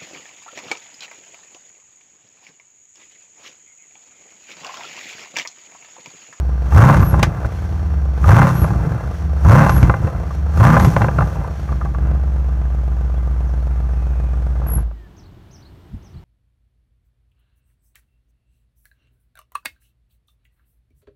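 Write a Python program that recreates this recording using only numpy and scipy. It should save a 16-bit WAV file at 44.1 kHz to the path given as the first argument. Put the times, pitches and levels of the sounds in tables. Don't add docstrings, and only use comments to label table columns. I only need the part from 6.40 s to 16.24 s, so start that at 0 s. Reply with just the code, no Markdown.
import sys
import numpy as np
from scipy import signal
from scipy.fft import rfft, irfft, next_fast_len
from scipy.io import wavfile
from scipy.ndimage import uniform_filter1d

SR = 44100
rng = np.random.default_rng(int(sys.argv[2]) if len(sys.argv) > 2 else 0)


def materialize(psi):
    bounded = np.clip(np.atleast_2d(psi).T, -1, 1)
    quanta = np.round(bounded * 32767).astype(np.int16)
    wavfile.write(sys.argv[1], SR, quanta)


def volts_from_decibels(level):
    exponent = np.asarray(level, float) / 20
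    return 10 ** exponent


N = 433931
T = np.arange(N) / SR
LONG = next_fast_len(N, True)
F = np.fft.rfftfreq(LONG, 1 / SR) + 1e-3

# pitch in Hz, width in Hz, level in dB.
PIPE = [(58.4, 13.2, 2), (128.7, 70, -8.5), (163.5, 13.8, -6), (190.8, 11.4, -19.5), (304, 14.5, -20.5),
        (328, 38, -26)]
# pitch in Hz, width in Hz, level in dB.
RASP = [(540, 85, -0.5), (705, 40.4, -2.5), (801, 29, 1), (942, 105, -4), (1037, 29.4, 1),
        (1179.4, 38, 0.5), (1320, 110, -3.5), (1576, 270, -7.5), (2064, 19.4, -10), (2300, 170, -26),
        (2727, 62, -17.5)]
# pitch in Hz, width in Hz, level in dB.
SNAP = [(1022, 260, 6), (2210, 180, -11.5)]
# frequency in Hz, level in dB per Hz.
HISS = [(1470, 9.5), (2500, 2), (2750, -3.5), (3240, 0), (4060, -5.5), (4780, -5), (6330, -1), (7580, -9),
        (15100, -13), (16200, -42.5)]
# opens in seconds, top speed in seconds, top firing rate in Hz,
# fuel returns in seconds, strength in dB.
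BLIPS = [
    (.32, 0.532, 140.9, 1.15, -3.5),
    (1.839, 2.057, 134.5, 2.77, -4),
    (3.05, 3.236, 146.8, 3.94, -3.5),
    (4.175, 4.361, 160.2, 5.2, -5),
]
COAST_S = 0.65


def shape(x, gain):
    return irfft(rfft(x, LONG) * gain, LONG)[:N]


def unit(x, span_s=None):
    power = uniform_filter1d(x ** 2, int(span_s * SR)) if span_s else np.mean(x ** 2)
    return x / np.sqrt(np.abs(power) + 1e-12)


def modes(x, table):
    gain = 0
    for k, (hz, width, db) in enumerate(table):
        gain = gain + (-1) ** k * volts_from_decibels(db) * 1j * F * width / (hz ** 2 - F ** 2 + 1j * F * width)
    return shape(x, gain)


def colour(x, table):
    hz, db = np.transpose(table)
    return shape(x, volts_from_decibels(np.interp(np.log(F), np.log(hz), db, left=-90, right=-90)))


def high_pass(x, hz, order):
    return shape(x, (1j * F / (hz + 1j * F)) ** order)


def muffle(x):
    return signal.sosfilt(signal.butter(2, 2300, fs=SR, output="sos"), x)


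def clicks(times, sizes):
    place = np.clip(np.asarray(times) * SR, 0, N - 2)
    i = place.astype(int)
    return np.bincount(i, sizes * (1 + i - place), N) + np.bincount(i + 1, sizes * (place - i), N)


def fade(x, tau_s):
    return signal.lfilter([1], [1, -np.exp(-1 / (tau_s * SR))], x)


def tone(hz):
    return np.sin(2 * np.pi * np.cumsum(hz) / SR)


def played(table):
    s, *columns = np.transpose(table)
    gate = np.clip(np.minimum(T - s[0], s[-1] - T) / 0.0062, 0, 1)
    return gate, [np.interp(T, s, c) for c in columns]


def speed():
    # time in seconds, firing rate in Hz.
    idle_curve = [(0, 63.7), (.3, 61.4), (1.2, 78), (1.38, 76.5), (1.8, 62.6), (2.66, 76), (3.03, 68),
                  (3.9, 67.4), (4.15, 74), (5.01, 71.3), (5.35, 61.5), (5.55, 59), (5.79, 65.9),
                  (6.25, 60.9), (8.16, 60.1), (8.46, 56), (8.7, 51.9)]
    idle = played(idle_curve)[1][0]
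    hz = idle.copy()
    for opens, top, top_hz, _, _ in BLIPS:
        climb = np.sin(np.pi / 2 * np.clip((T - opens) / (top - opens), 0, 1))
        start, end = np.interp([opens, top + COAST_S], T, idle)
        coast = np.clip((T - top) / COAST_S, 0, 1)
        inside = (T > opens) & (T < top + COAST_S)
        hz[inside] = (start + (top_hz - start) * climb - (top_hz - end) * coast)[inside]
    return hz, idle


def effort(idle_hz):
    # whole boom in dB, drone in dB, gas rasp in dB, gas hiss in dB.
    idling = (-16, -17, -43, -55)
    gulping = (-18, -19.5, -37, -44.5)
    pulling = (-1, -10, -13, -31)
    lifting = (-2.5, -7, -15, -35)
    fuel_cut = (-15, -15.5, -30.5, -42.5)
    coasting = (-21, -31.5, -37.5, -53)
    catching = (-23, -31, -44, -48)
    state_scatter_db = (.8, 1.5, 1.5, 3, 7, 6, 1.5)
    # centre in seconds, length in seconds, level in dB.
    swells = [(0.605, 0.11, -5), (0.794, 0.25, -10), (1.06, 0.033, -12.5), (2.254, 0.42, -14),
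              (2.483, 0.26, -18), (3.058, 0.023, -2.5), (3.431, 0.23, -8), (3.665, 0.17, -18),
              (4.446, .16, -8.5), (4.616, .2, -13.5), (4.815, 0.2, -14), (5.313, 0.077, -17.5),
              (5.45, 0.085, -22), (5.679, 0.26, -17.5), (8.283, 0.067, -13.5), (8.366, 0.04, -20)]
    gulp_s, attack_s, cut_s, fade_s, catch_s, settle_s = 0.02, 0.069, 0.08, 0.34, 0.14, 0.45
    hiss_ends_s = 0.24
    heat_db = 1.5
    boom_leads_s = 0.021
    key_off_s, last_firing_s = 8.22, 8.42
    boom_dies_db_s, gas_dies_db_s = 136, 195

    states = np.c_[[idling, gulping, pulling, lifting, fuel_cut, coasting, catching], state_scatter_db]
    rows = []
    for k, (opens, top, _, fuel, db) in enumerate(BLIPS):
        lift = np.array([db, db, db, db, 0])
        heat = np.array([0, 0, 0, heat_db * k, 0])
        faded = top + fade_s
        hiss_end = max(faded, fuel - hiss_ends_s)
        rows += [(opens - gulp_s - 0.1, *states[0]),
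                 (opens - gulp_s, *states[1]),
                 (opens + attack_s, *states[2] + lift),
                 (top, *states[3] + lift),
                 (top + cut_s, *states[4] + heat),
                 (faded, *states[5] + heat),
                 (hiss_end, *states[5] + heat),
                 (hiss_end + 0.013, *states[5]),
                 (fuel - catch_s, *states[5]),
                 (fuel, *states[6]),
                 (fuel + settle_s, *states[0])]
    rows = np.array(rows)
    rows = rows[rows[:, 0] <= np.minimum.accumulate(rows[::-1, 0])[::-1]]
    boom, drone, rasp, hiss, scatter = played(rows)[1]
    boom, drone = (np.interp(T + boom_leads_s, T, db) for db in (boom, drone))
    swell = sum(volts_from_decibels(db) * np.cos(np.pi * np.clip((T - s) / length, -0.5, 0.5)) for s, length, db in swells)
    louder = lambda db, extra: 20 * np.log10(np.hypot(volts_from_decibels(db), extra))
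    fast = 0.1721 * (idle_hz - 60)
    dead = np.maximum(T - last_firing_s, 0)
    boom = louder(boom, swell) - boom_dies_db_s * dead
    drone = drone - boom_dies_db_s * np.maximum(dead - 0.04, 0)
    rasp = louder(rasp + fast, volts_from_decibels(-22) * swell) - gas_dies_db_s * dead
    hiss = hiss + fast / 2 - 2 * gas_dies_db_s * dead
    scatter = scatter + 3 * np.clip((T - key_off_s) / 0.08, 0, 1)
    return boom, drone, rasp, hiss, scatter


def engine():
    # size in dB, lag in firing gaps.
    cylinders = [(-0.3, 0.089), (-0.5, -0.102), (0.7, -0.174), (-4.3, 0.133), (-1.2, 0.151), (0.2, -0.077),
                 (2.1, -0.177), (1.0, 0.174)]
    crack_db = [-4, -10, -10, -3, -10, -10, 0, -10]
    # pitch in Hz, width in Hz, level in dB.
    trims = [(3050, 73, 2.5), (4250, 48, 20), (5620, 120, 6), (5900, 110, 19.5), (6400, 490, -20)]
    # multiple of the firing rate, level in dB.
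    overtones = [(1.5, -9), (2, -18)]
    hz, idle_hz = speed()
    boom_db, drone_db, rasp_db, hiss_db, misfire_db = effort(idle_hz)
    load = np.clip((rasp_db + 38) / 16, 0, 1)

    drone = volts_from_decibels(drone_db - 2.5 * np.maximum(misfire_db - 4, 0))
    drone = np.maximum(drone, 0.8 * volts_from_decibels(boom_db) * load * np.clip(4 - misfire_db, 0, 1))
    phase = np.cumsum(hz) / SR
    note = np.sin(2 * np.pi * phase + 1.39)
    note = note + load * sum(volts_from_decibels(db) * np.sin(2 * np.pi * k * phase) for k, db in overtones)

    n = np.arange(int(phase[-1]) - 1)
    size_db, lag = np.array(cylinders)[n % 8].T
    chance = rng.standard_normal((N // 200, 3))[n].T.clip(-2.5, 1.5)
    scatter_db, throttle = np.interp(n, phase, misfire_db), np.interp(n, phase, load)
    lag = lag * (np.interp(n, phase, hz) / 60) ** 0.35
    times = np.interp(n + lag + 0.0225 * scatter_db * chance[0], phase, T)
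    firings = fade(clicks(times, volts_from_decibels(size_db + scatter_db * chance[1])), 0.00025)
    booms = high_pass(modes(firings, PIPE), 27.2, order=4)
    whole = volts_from_decibels(boom_db) ** 2
    rest = np.sqrt(np.maximum(whole - drone ** 2, 0.037 * whole))
    low = np.sqrt(2) * drone * note + rest * unit(booms, span_s=0.3)

    front_db = (1 - 0.75 * throttle) * np.array(crack_db)[n % 8] + (1.2 + 1.3 * throttle) * chance[2]
    fronts = clicks(times, volts_from_decibels(front_db))
    puffs = load * fade(fronts, 0.003) + (1 - load) * 0.011 * fade(fade(fronts, 0.002), 0.004)
    puffs = puffs + 0.22 - 0.14 * load
    rasp = modes(puffs * rng.standard_normal(N) + (0.5 + 1.43 * load) * fronts, RASP)
    rasp = high_pass(rasp, 130, order=2)
    knock = unit(modes(fronts, [(464, 72, 0.24), (700, 124, -1.2)]), span_s=0.16)
    snap = unit(high_pass(muffle(modes(fronts, SNAP)), 500, order=1), span_s=0.1)
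    rasp = unit(rasp, span_s=0.1) + 1.05 * (1 - load) * knock + 0.7 * load * snap

    jet = (puffs + 0.25) * rng.standard_normal(N)
    hiss = unit(colour(jet, HISS)) + 0.35 * unit(modes(jet, trims))
    hiss = hiss + (-0.3 + 5.4 * load) * high_pass(hiss, 4700, order=1)
    return low + volts_from_decibels(rasp_db) * rasp + volts_from_decibels(hiss_db) * unit(hiss, span_s=0.1), phase


def pops():
    # start in seconds, peak in dB, treble against the peak in dB, cavity pitch in Hz.
    hard_pops = [(0.497, -6, -50, 1070), (0.569, -14.5, -11, 1020), (0.629, -13, -41, 1040),
                 (0.74, -13.5, -51, 840), (0.794, -16.5, -11, 931), (0.829, -6.5, -2.5, 830),
                 (2.018, -8.5, -51.5, 1130), (2.089, -29.5, -38, 778), (2.136, -33, -52, 1030),
                 (2.243, -13.5, -30, 610), (3.211, -13, -47, 1060), (3.264, -9.5, -43, 844),
                 (3.294, -6, -15.5, 1001), (3.319, -16, -49, 1063), (3.365, -18, -15, 825),
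                 (3.429, -11, -11, 880), (3.497, -5.5, -56.5, 1030), (3.54, -11.5, -49.5, 1070),
                 (4.207, -11, -27, 1176), (4.367, -4.5, -55, 1090), (4.398, -11.5, -10, 1000),
                 (4.447, -8, -10.5, 993), (4.565, -3, -28, 1030), (4.618, -7.5, -22, 1020),
                 (4.644, -10.5, -41, 790), (4.684, -10, -46, 546), (4.786, -9.5, -62, 645),
                 (4.807, -12, -45, 545), (1.047, -21, -33, 610), (8.511, -36.5, -37, 580)]
    # start in seconds, peak in dB, cavity pitch in Hz.
    burbles = [(.32, -16.5, 830), (1.841, -13.5, 1220), (2.303, -19, 810), (2.398, -30, 940),
               (2.447, -18, 443), (2.544, -28, 540), (2.596, -29, 655), (3.054, -13, 976),
               (3.623, -25, 533), (3.647, -27, 447), (3.672, -13, 537), (3.747, -27, 700),
               (3.906, -24.5, 1170), (4.183, -30, 450), (4.608, -18, 829), (4.82, -12, 820),
               (4.954, -24, 940), (5.012, -25.5, 566.3), (5.044, -23.5, 1035), (5.289, -25, 1178),
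               (5.324, -23, 1163), (5.412, -20.5, 1215), (5.455, -22, 1140), (5.546, -22, 1147),
               (5.659, -36, 769.5), (8.162, -34, 771), (8.215, -26, 573), (8.262, -32, 570.4),
               (8.315, -27.5, 460), (8.381, -27, 477)]
    pop_ring, burble_ring = (0.7, 0.004, 1.2), (1.1, 0.008, 0.25)
    burble_treble_db = -29
    events = hard_pops + [(s, db, burble_treble_db, hz) for s, db, hz in burbles]
    s, db, treble_db, ring_hz = np.transpose(events)
    ring, ring_s, sharp = np.repeat([pop_ring, burble_ring], [len(hard_pops), len(burbles)], axis=0).T

    front = clicks(s, sharp * volts_from_decibels(db))
    kick = clicks(s, volts_from_decibels(db))
    burst = fade(kick, 0.0035) + 0.09 * fade(kick, 0.018)
    peak = lambda table: np.abs(modes(clicks([1], np.ones(1)), table)).max()
    crack = modes(burst * rng.standard_normal(N) * 0.1 + front, RASP) / peak(RASP)
    crack = crack + 0.7 * modes(front, SNAP) / peak(SNAP)
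    t = T[:1500]
    for start, size, tau, hz in zip(s, ring * volts_from_decibels(db), ring_s, ring_hz):
        swell_in = np.minimum(t * 4 / tau, 1) ** (tau > 0.005)
        crack[int(start * SR):][:1500] += size * np.exp(-t / tau) * swell_in * np.sin(2 * np.pi * hz * t)

    gas = unit(colour(rng.standard_normal(N), HISS))
    gas = gas - 0.7 * high_pass(gas, 7000, order=1)
    dull_gas = gas - high_pass(gas, 5000, order=1)
    fizz = fade(clicks(s, volts_from_decibels(db + treble_db - 2)), 0.005) * gas
    fizz = fizz + 0.4 * fade(clicks(s, volts_from_decibels(db + treble_db)), 0.017) * dull_gas
    thump = modes(fade(clicks(s, volts_from_decibels(db - 24.5)), 0.00067), PIPE)
    thump = high_pass(thump, 41.5, order=4) / peak(PIPE)
    return volts_from_decibels(1.5) * high_pass(muffle(crack), 300, order=2) + fizz + thump


def flap(phase):
    # start in seconds, length in seconds, start pitch in Hz, end pitch in Hz, level in dB.
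    squeaks = [
        (0.609, 0.17, 12000, 10900, -34),
        (2.14, 0.17, 11650, 11050, -34),
        (3.3, 0.15, 11370, 11350, -33),
        (4.385, .14, 11360, 11380, -38.5),
        (8.267, 0.17, 11420, 11100, -26.5),
    ]
    peak_share, start_db, end_db = 0.51, -11.5, -36.5
    waver = unit(uniform_filter1d(rng.standard_normal(N), size=150))
    chop = unit(0.21 + np.cos(np.pi * phase) ** 2)
    out = 0
    for s, length, hz0, hz1, db in squeaks:
        curve = [(s, db + start_db), (s + peak_share * length, db), (s + length, db + end_db)]
        gate, (level_db,) = played(curve)
        hz = np.interp(T, [s, s + length], [hz0, hz1]) + 70 * waver
        out = out + gate * volts_from_decibels(level_db) * np.sqrt(2) * chop * tone(hz)
    return out


def pump():
    # time in seconds, pitch in Hz, level in dB.
    run_down = [(8.52, 2000, -72), (8.58, 1890, -64), (8.68, 1710, -57)]
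    gate, (hz, db) = played(run_down)
    return gate * volts_from_decibels(db) * np.sqrt(2) * tone(hz)


def whines():
    # start in seconds, end in seconds, start pitch in Hz, end pitch in Hz, level in dB.
    glides = [(5.6, 6.9, 9900, 10100, -73), (6.9, 8.2, 10100, 8500, -70), (7.55, 7.95, 2540, 2460, -57),
              (7, 8.2, 9400, 8200, -73), (6.76, 6.79, 3400, 3350, -56), (9.1, 9.8, 14600, 8200, -79),
              (9.02, 9.5, 9900, 8200, -78), (0, 5.36, 5650, 5600, -62), (0, 5.36, 4420, 4400, -65)]
    out = 0
    for t0, t1, hz0, hz1, db in glides:
        gate, (hz,) = played([(t0, hz0), (t1, hz1)])
        tremble = unit(uniform_filter1d(rng.standard_normal(N), size=200))
        out = out + gate * volts_from_decibels(db) * tone(hz * (1 + 0.023 * tremble))
    return out


def sparrows():
    # delay in seconds, length in seconds, start pitch in Hz, end pitch in Hz, level in dB.
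    strokes = [(-.004, .017, 3900, 6400, -2), (.013, .05, 6500, 4300, 0), (.02, .045, 5900, 4500, -3),
               (.066, .012, 4600, 5900, -5), (.078, .024, 5900, 6050, -8), (.095, .011, 5900, 4200, -6),
               (.113, .022, 3640, 4700, -2), (.142, .032, 3660, 4400, -1)]
    # start in seconds, stretch as a factor, level in dB.
    calls = [(7.052, 1, -59), (7.487, 1, -62), (8.767, 0.6, -55), (9.111, 0.96, -51.5), (9.624, 0.98, -59)]
    arch = 0.76
    out = np.zeros(N)
    for s, stretch, call_db in calls:
        for after, length, hz0, hz2, db in strokes:
            u = np.linspace(0, 1, int(length * stretch * SR))
            hz1 = min(hz0, hz2) + arch * abs(hz2 - hz0)
            hz = hz0 * (1 - u) * (1 - 2 * u) + 4 * hz1 * u * (1 - u) + hz2 * u * (2 * u - 1)
            stroke = volts_from_decibels(call_db + db) * np.sqrt(np.abs(np.sin(np.pi * u))) * tone(hz)
            out[int((s + after * stretch) * SR):][:len(u)] += stroke
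    echo = rng.standard_normal(4000) * np.exp(-T[:4000] / 0.03)
    return out + volts_from_decibels(-34) * signal.fftconvolve(out, echo)[:N]


def outdoors():
    # frequency in Hz, level in dB per Hz.
    hum_colour = [(120, -46.5), (200, -8), (354, -4.5), (388, -7.5), (492, -16), (737, -14), (2670, -28),
                  (2870, -25), (6570, -38.5), (8340, -41), (10200, -46), (13500, -39), (16200, -48)]
    # peak in seconds, level in dB, stretch as a factor.
    wind_puffs = [
        (8.88, -49, 5.6),
        (9.33, -45, 1),
        (9.548, -22.5, 0.69),
        (9.62, -50, 1.5),
        (9.765, -31.5, 1.04),
    ]
    hum_db, breeze_db = -52, -46
    rise_s, fall_s = 0.016, 0.022
    wind = volts_from_decibels(breeze_db)
    for s, db, stretch in wind_puffs:
        wind = wind + volts_from_decibels(db) * np.exp(-np.abs(T - s) / np.where(T < s, rise_s, fall_s) / stretch)
    rumble = modes(rng.standard_normal(N), [(48, 40.3, -3), (91.3, 50.4, -1), (194, 56.4, -11.5)])
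    rumble = high_pass(rumble, 15, order=3)
    hum = unit(colour(rng.standard_normal(N), hum_colour))
    return volts_from_decibels(hum_db) * hum + wind * unit(rumble, span_s=0.03)


def scene():
    motor, phase = engine()
    return (motor + pops() + flap(phase) + pump() + whines() + sparrows() + outdoors())[None]


def low_pass(x):
    return signal.sosfilt(signal.butter(12, 16320, fs=SR, output="sos"), x)


def record(dry):
    rounded = np.tanh(dry ** 2 * 0.82) ** 0.5 * np.sign(dry)
    return low_pass(rounded)


dry = scene()
out = record(dry)
materialize(out)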